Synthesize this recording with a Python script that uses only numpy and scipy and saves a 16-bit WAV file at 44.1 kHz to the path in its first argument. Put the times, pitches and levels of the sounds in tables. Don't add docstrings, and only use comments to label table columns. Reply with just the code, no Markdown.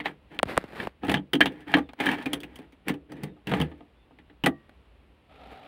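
import sys
import numpy as np
from scipy import signal
from scipy.fft import rfft, irfft, next_fast_len
from scipy.io import wavfile
from scipy.ndimage import uniform_filter1d, map_coordinates

SR = 44100
rng = np.random.default_rng(int(sys.argv[2]) if len(sys.argv) > 2 else 0)


def int16_out(signal):
    q = np.round(np.clip(np.atleast_2d(signal).T, -1, 1) * 32767)
    wavfile.write(sys.argv[1], SR, q.astype(np.int16))


N = 250104
T = np.arange(SR // 2) / SR


def amp(db):
    return 10 ** (np.asarray(db) / 20)


def unit(x):
    return x / np.sqrt(np.mean(x ** 2) + 1e-20)


def struck(x):
    return x / np.sqrt(np.mean(x[:SR // 50] ** 2) + 1e-20)


def along(points, hz):
    point_hz, values = np.transpose(points)
    return np.interp(np.log(hz + 1), np.log(point_hz + 1), values)


def hump(hz, centre_hz, octaves):
    return np.exp(-(np.log2((hz + 1) / centre_hz) / octaves) ** 2)


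def filtered(x, response):
    n = x.shape[-1]
    m = next_fast_len(n + 4096)
    return irfft(rfft(x, m) * response(np.fft.rfftfreq(m, 1 / SR)), m)[..., :n]


def noise(spectrum, size):
    return unit(filtered(rng.standard_normal(size), lambda hz: amp(along(spectrum, hz))))


def wobble(rate):
    knots = rng.standard_normal(int(N * rate / SR) + 4)
    return map_coordinates(knots, [np.arange(N) * rate / SR])


def fade(t60):
    return np.exp(-np.log(1000) * T / max(t60, 1e-4))


def onset(rise):
    return 1 - np.exp(-T / max(rise, 1e-5))


def ring(modes, scatter_db, detune):
    total = np.zeros(len(T))
    for hz, db, t60 in modes:
        level, shift, phase = rng.standard_normal(3)
        sine = np.sin(2 * np.pi * (hz * (1 + detune * shift) * T + phase))
        total += amp(db + scatter_db * level) * fade(t60) * sine
    return struck(total)


def add(track, s, sound):
    part = track[max(round(s * SR), 0):][:len(sound)]
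    part += sound[:len(part)]


def stroke(start, length, db, attack, release):
    t = np.arange(N) / SR
    outside = np.maximum((start - t) / attack, (t - start - length) / release)
    return amp(db) * 10 ** -np.maximum(outside, 0)


# frequency in Hz, level in dB.
RUMBLE_SPECTRUM = [(20, -37), (38, -5.5), (58, 8.5), (110, -7), (250, -8), (600, -14), (1000, -18),
                   (1600, -22.5), (2800, -21.5), (3800, -28.5), (5000, -39), (6300, -48), (9500, -43),
                   (15500, -51.5)]
RUMBLE_DB = -59


def rumble():
    return amp(RUMBLE_DB + 0.85 * wobble(3.6)) * noise(RUMBLE_SPECTRUM, N)


# start in seconds, end in seconds, top pitch in Hz, level in dB.
CHIRPS = [(1.8, 1.89, 3600, -69), (3.28, 3.351, 3700, -71), (3.952, 4.08, 3540, -73.5)]


def bird(arch=.09):
    out = np.zeros(N)
    for start, end, top_hz, db in CHIRPS:
        u = np.linspace(0, 1, max(round((end - start) * SR), 2))
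        pitch = top_hz * (1 - arch * (2 * u - .9) ** 2)
        tone = np.sin(2 * np.pi * np.cumsum(pitch) / SR)
        add(out, start, amp(db) * np.sin(np.pi * u) * tone)
    return out * amp(2.75 * wobble(180))


# time in seconds, strength in dB.
TICKS = [(1.934, -31.5), (4.694, -39.5), (5.473, -42.5), (5.551, -42), (5.574, -39)]
# frequency in Hz, level in dB.
SKIN_SPECTRUM = [(40, -22.5), (100, -2.5), (250, 4.5), (600, -1), (1200, -6), (2000, -5.5), (3300, -15.5),
                 (4500, -20.5), (6200, -35.5), (9500, -31.5), (15500, -37.5)]


def ticks():
    out = np.zeros(N)
    for s, db in TICKS:
        add(out, s, amp(db - 5.5) * noise(SKIN_SPECTRUM, len(T)) * fade(0.024))
    return out


# frequency in Hz, level in dB.
WHIRR_SPECTRUM = [(71, -49.5), (120, -7), (221, -9.5), (276, 0.5), (353, -18), (390, -5.5), (764, -1),
                  (1080, -17.5), (1300, -5), (1490, -16), (2340, -12.5), (3810, -18.5), (6210, -43),
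                  (9510, -41), (15500, -47)]
MOTOR_START_S, SPIN_UP_S, MOTOR_DB = 5.276, 0.066, -51


def motor(whine_hz=765, whine_db=-4):
    since_start = np.maximum(np.arange(N) / SR - MOTOR_START_S, 0)
    speed = 1 - np.exp(-since_start / SPIN_UP_S)
    resonance = lambda hz: 1 / (1 + ((hz - whine_hz) / 35) ** 2)
    whine = unit(filtered(rng.standard_normal(N), resonance))
    rush = noise(WHIRR_SPECTRUM, N) * unit(amp(2.48 * wobble(160)))
    return amp(MOTOR_DB) * speed * (rush + amp(whine_db) * speed * whine)


# time in seconds, strength in dB, starting pitch in Hz,
# time for the pitch to halve in seconds, t60 in seconds.
BUMPS = [(.39, -10, 4340, 0.0022, 0.011), (0.3959, -15, 3920, .0011, 0.015),
         (.4304, -4.5, 3720, 0.00044, 0.021), (0.456, -29, 400, 0.003, .08),
         (0.5691, -17, 4020, .00059, 0.022), (.5769, -4.5, 3264, .00055, .021),
         (.64, -24, 1010, 0.0014, .029), (0.8719, -14, 1780, 0.00094, 0.019)]
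# start in seconds, length in seconds, level in dB,
# attack and release in seconds per 20 dB.
RUBS = [(.487, 0.017, -33, 0.025, 0.135), (0.791, 0.05, -36.5, 0.12, 0.052),
        (5.513, 0.013, -47, 0.023, 0.023)]
EDGE_DB, EDGE_GROWTH = 5.5, 3.1


def handling():
    pressure = sum(stroke(*rub) for rub in RUBS)
    stick_slip = unit(amp(0.9 * wobble(60) + 2.8 * wobble(700)))
    out = pressure * noise(SKIN_SPECTRUM, N) * stick_slip
    for s, db, pitch_hz, sag, t60 in BUMPS:
        cycles = pitch_hz * sag * np.log1p(T / sag)
        shell = np.sin(2 * np.pi * cycles) * fade(t60) * onset(0.00072)
        edge = np.sin(2 * np.pi * 8600 * T) + np.sin(2 * np.pi * 3300 * T)
        edge = (edge + 0.11 * rng.standard_normal(len(T))) * fade(.003) * onset(.0001)
        scatter = 0.21 * noise(SKIN_SPECTRUM, len(T)) * fade(t60)
        add(out, s, amp(db) * (shell + scatter + amp(EDGE_DB + EDGE_GROWTH * db) * edge))
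        add(out, s + 0.0015, 0.05 * amp(db) * shell)
    return out


# start in seconds, end in seconds,
# thud pitch in Hz.
GRIPS = [(1.09, 1.24, 187), (3.2, 3.66, 159), (4.42, 4.45, 205)]
LOOSE_THUD_HZ = 294


def gripped(s):
    return sum((s >= start) & (s < end) for start, end, _ in GRIPS)


def thud_pitch(s):
    return next((hz for start, end, hz in GRIPS if start <= s < end), LOOSE_THUD_HZ)


# frequency in Hz, level in dB, t60 in seconds.
CONSOLE = [(76.9, -20.5, 0.37), (147.3, -4.5, 0.23), (190, -4.5, 0.16), (251, -5, 0.13), (284.9, 0, .14),
           (334.8, -4.5, 0.12), (422.7, -4, 0.1), (500, -4, 0.12), (575, -3, 0.038)]


def thud(pitch_hz, lift_db, octaves):
    modes = [(hz, db + lift_db * hump(hz, pitch_hz, octaves), t60) for hz, db, t60 in CONSOLE]
    return ring(modes, scatter_db=2.5, detune=.03) * onset(0.0038)


# start in seconds, length in seconds, force in dB,
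# console shudder in dB relative to the force.
SLIDES = [(0.053, .025, -35.5, -6.5), (.315, .05, -50, 4.5), (1.037, .13, -40.5, 3.5),
          (1.413, 0.047, -39.5, 5.5), (1.501, 0.13, -54, 0), (1.679, .11, -39, 0),
          (2.003, .135, -28.5, -5.5), (2.185, .045, -41.5, -6), (2.276, 0.096, -48, 8.5),
          (2.435, 0.21, -58, 4), (2.875, .035, -39, 6), (3.102, 0.18, -54, 11.5), (3.483, .15, -37, 4),
          (3.681, .13, -65.5, 5)]
CATCHES_PER_S, CATCH_DB = 20, 6


def catches(pitch_hz=2200, spread=.3, scatter_db=3, thud_db=-8, tick_db=-19):
    rows = []
    for start, length, db, _ in SLIDES:
        for when, force, place in rng.uniform(-1, 1, (8, 3))[:round(CATCHES_PER_S * length)]:
            s = start + length * (when + 1) / 2
            strength_db = db + CATCH_DB + scatter_db * force
            rows.append((s, strength_db, pitch_hz * np.exp(spread * place), thud_db, tick_db))
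    return rows


def rubbed(modes):
    response = ring(modes, scatter_db=0.5, detune=0.013) * onset(0.00086)
    return unit(signal.fftconvolve(rng.standard_normal(N), response)[:N])


# frequency in Hz, level in dB.
SCRAPE_SPECTRUM = [(100, -29), (300, -4), (550, -7), (820, 8.5), (1100, -5), (1900, 1.5), (2500, -3.5),
                   (3200, -8), (4000, -15.5), (5500, -31.5), (9000, -49)]
# frequency in Hz, level in dB.
TICK_SPECTRUM = [(2500, -32), (4500, 3.5), (6500, -5), (9000, 1.5), (12500, -6), (15000, -2.5)]
# frequency in Hz, level in dB, t60 in seconds.
BARREL = [(1691, 2, 0.04), (1875, -13, 0.13), (2296, -9, 0.059), (3116, -12, .06)]
SLIDE_ATTACK_S, SLIDE_RELEASE_S, SHUDDER_RELEASE_S = 0.017, 0.045, 0.1


def slides(barrel_db=-10, tick_db=-23, grain_db=2.5):
    force, shudder = np.zeros(N), np.zeros(N)
    for s, length, db, shudder_db in SLIDES:
        force += stroke(s, length, db, SLIDE_ATTACK_S, SLIDE_RELEASE_S)
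        shudder += stroke(s, length, db + shudder_db, SLIDE_ATTACK_S, SHUDDER_RELEASE_S)
    grip = force * unit(amp(grain_db * wobble(450)))
    steel = noise(SCRAPE_SPECTRUM, N) + amp(tick_db) * noise(TICK_SPECTRUM, N)
    firm = uniform_filter1d(1.0 * gripped(np.arange(N) / SR), size=900)
    console = amp(-2.5) * rubbed(CONSOLE[3:]) + (0.39 + .45 * firm) * rubbed(CONSOLE[1:3])
    return amp(-3.0) * grip * steel + amp(barrel_db) * force * rubbed(BARREL) + shudder * console


# frequency in Hz, level in dB.
CLACK_SPECTRUM = [(100, -29.5), (300, -5.5), (500, -10), (800, 3), (1150, -4.5), (1800, 0.5), (2500, -1),
                  (3200, 0), (4000, -10.5), (5500, -31.5), (9000, -40)]


def clack(pitch_hz, lift_db, octaves, t60):
    colour = lambda hz: amp(along(CLACK_SPECTRUM, hz) + lift_db * hump(hz, pitch_hz, octaves))
    dense = filtered(rng.standard_normal(len(T)), colour)
    return struck(dense * (fade(t60) + 0.093 * fade(0.011)) * onset(0.0004))


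def chatter(rate, depth_db):
    knots = np.arange(0, 1, 1 / rate)
    flutter = np.clip(rng.standard_normal(len(knots)), -2, 2)
    return amp(depth_db * np.interp(T, knots, flutter))


# time in seconds, strength in dB,
# clack pitch in Hz, console thud and bright tick in dB relative to the strength
CONTACTS = [(.0014, -20.5, 2040, -17, -36.5), (0.0574, -12.5, 2090, -22.5, -39.5),
            (0.7998, -22.5, 1758, -29, -37.5), (1.034, -32, 1140, 5, -39.5), (1.0833, -20, 1910, 0, -31.5),
            (1.0952, -13.5, 2440, -6.5, -24), (1.1153, -16, 2000, -6.5, -19.5),
            (1.1407, -9, 1782, -13, -28.5), (1.1698, -23, 3100, -6.5, -39),
            (1.333, -9.5, 3150, -11.5, -22.5), (1.3511, -19, 3170, -5, -24.5),
            (1.4062, -4.5, 1840, -16.5, -28.5), (1.4115, -11, 1692, -16, -29.5),
            (1.4578, -12, 3380, -17, -25.5), (1.7394, -4, 1623, -12.5, -44),
            (1.7687, -19.5, 1450, -2.5, -27), (1.7836, -26.5, 1270, -11, -22),
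            (1.8895, -33.5, 1134, -12.5, -38.5), (2.001, -14.5, 2290, -17, -30.5),
            (2.066, -16.5, 1736, -7.5, -25), (2.0889, -17.5, 1739, -11.5, -27.5),
            (2.1839, -32, 1789, -6, -27.5), (2.258, -18, 2390, -8.5, -25), (2.3317, -15, 3230, -13, -14.5),
            (2.403, -35, 3400, -13, -13), (2.4329, -27, 2600, -13, -22.5),
            (2.5567, -35.5, 3150, -15, -14.5), (2.588, -40.5, 2250, 1, -18), (2.7228, -47, 2190, -7, -18.5),
            (2.8827, -16, 2010, -17, -17.5), (2.893, -18.5, 1930, -5.5, -24), (2.9396, -36, 2680, -1, -22),
            (3.1196, -36.5, 1850, -0.5, -15), (3.2341, -29, 2040, -1.5, -12.5),
            (3.366, -57.5, 1196, 2, -26), (3.471, -22.5, 2810, -9.5, -22), (3.5154, -20, 1520, -5.5, -29.5),
            (3.5364, -15, 1246, -8.5, -33), (3.6006, -21.5, 1881, -2.5, -22.5),
            (3.6135, -17, 2960, -7.5, -22), (3.715, -41.5, 1870, -0.5, -36), (3.8056, -48, 1195, 1, -39.5),
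            (4.1079, -56.5, 1530, 3, -33), (4.1865, -41.5, 1940, -9, -32.5),
            (4.2986, -45, 1940, -8.5, -40.5), (4.4379, -13.5, 2840, -7, -26.5),
            (4.4606, -6.5, 1950, -15.5, -22.5), (4.4679, -19, 1290, -3, -18.5)]
# frequency in Hz, level in dB, t60 in seconds.
KEYRING = [(4440, -1, 0.03945), (6130, -1.5, 0.072), (8700, -8.5, 0.056), (9640, 1.5, 0.065),
           (10850, -4.5, 0.019), (13500, -4, 0.034), (14900, -3, 0.016)]


def contacts():
    out = np.zeros(N)
    for s, db, pitch_hz, thud_db, tick_db in CONTACTS + catches():
        rebounds = chatter(rate=700, depth_db=3.0)
        key = struck(rebounds * clack(pitch_hz, lift_db=9.5, octaves=0.16, t60=0.06))
        body = thud(thud_pitch(s), lift_db=10.5, octaves=0.75)
        tick_decay = (fade(.01) + 0.38 * fade(0.046)) * onset(0.001)
        tick = struck(rebounds * noise(TICK_SPECTRUM, len(T)) * tick_decay)
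        jingle = ring(KEYRING, scatter_db=4.0, detune=0.014)
        add(out, s, amp(db - 15.5) * key + amp(db + thud_db - 0.5) * body)
        add(out, s, amp(db + tick_db - 8.0) * tick + amp(db + tick_db - 17) * jingle)
    return out


# frequency in Hz, level in dB, t60 in seconds.
PANEL = [(442, -4, 0.047), (502, -2.5, 0.084), (683, 0.5, 0.07), (777, -1.5, 0.14), (866, 1.5, 0.054),
         (1040, -5, 0.04), (1247, -5, 0.084)]
# frequency in Hz, level in dB, t60 in seconds.
SPRING = [(220, 1.5, .4), (337.5, 10.5, .22), (410, 2, .18), (1157, -17, .55), (1852, -12, .46),
          (1900, -10, .46)]
BARREL_DB, BARREL_LIFT_DB = -30, 28
PANEL_DB, PANEL_LIFT_DB, BLUNT_HZ = -14, 11.5, 1350
PUSH_S, PUSH_RISE_S, PUSH_DB = 3.575, 0.045, -25
SNAP_S, SNAP_DB = 4.462, -33


def lock():
    out = np.zeros(N)
    for s, db, pitch_hz, thud_db, _ in CONTACTS:
        barrel_db = db + BARREL_DB + BARREL_LIFT_DB * hump(pitch_hz, BARREL[0][0], octaves=0.088)
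        panel_db = db + thud_db + PANEL_DB + PANEL_LIFT_DB * hump(pitch_hz, BLUNT_HZ, octaves=0.33)
        add(out, s, amp(barrel_db) * ring(BARREL, scatter_db=1.5, detune=0.002045) * onset(0.00045))
        add(out, s, amp(panel_db) * ring(PANEL, scatter_db=0.0, detune=0.038) * onset(0.0008))
    deep_hz, _, deep_t60 = CONSOLE[0]
    sway = np.sin(2 * np.pi * deep_hz * T) * fade(deep_t60) * onset(PUSH_RISE_S)
    add(out, PUSH_S, amp(PUSH_DB) * sway)
    add(out, SNAP_S, amp(SNAP_DB) * ring(SPRING, scatter_db=4.5, detune=.001) * onset(0.0025))
    return out


# frequency in Hz, t60 in seconds.
CAB = [(150, 0.11), (500, 0.17), (2000, 0.06), (5000, 0.042), (12000, 0.076)]


def cab(x):
    hz, t, z = signal.stft(rng.standard_normal(SR // 2), SR, nperseg=256)
    decay = amp(-60 * t / along(CAB, hz)[:, None])
    tail = signal.istft(z * decay, SR, nperseg=256)[1]
    return signal.fftconvolve(x, np.pad(tail / np.linalg.norm(tail), (SR // 200, 0)))[:N]


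def scene():
    keys = contacts() + lock() + slides()
    background = rumble() + bird() + ticks() + motor()
    mono = background + handling() + keys + amp(-12.0) * cab(keys)
    return np.array([mono, mono])


def record(dry, low_cut_hz=38, top_hz=15750):
    return filtered(dry, lambda hz: (hz < top_hz) / np.sqrt(1 + (low_cut_hz / (hz + 1)) ** 6))


dry = scene()
out = record(dry)
int16_out(out)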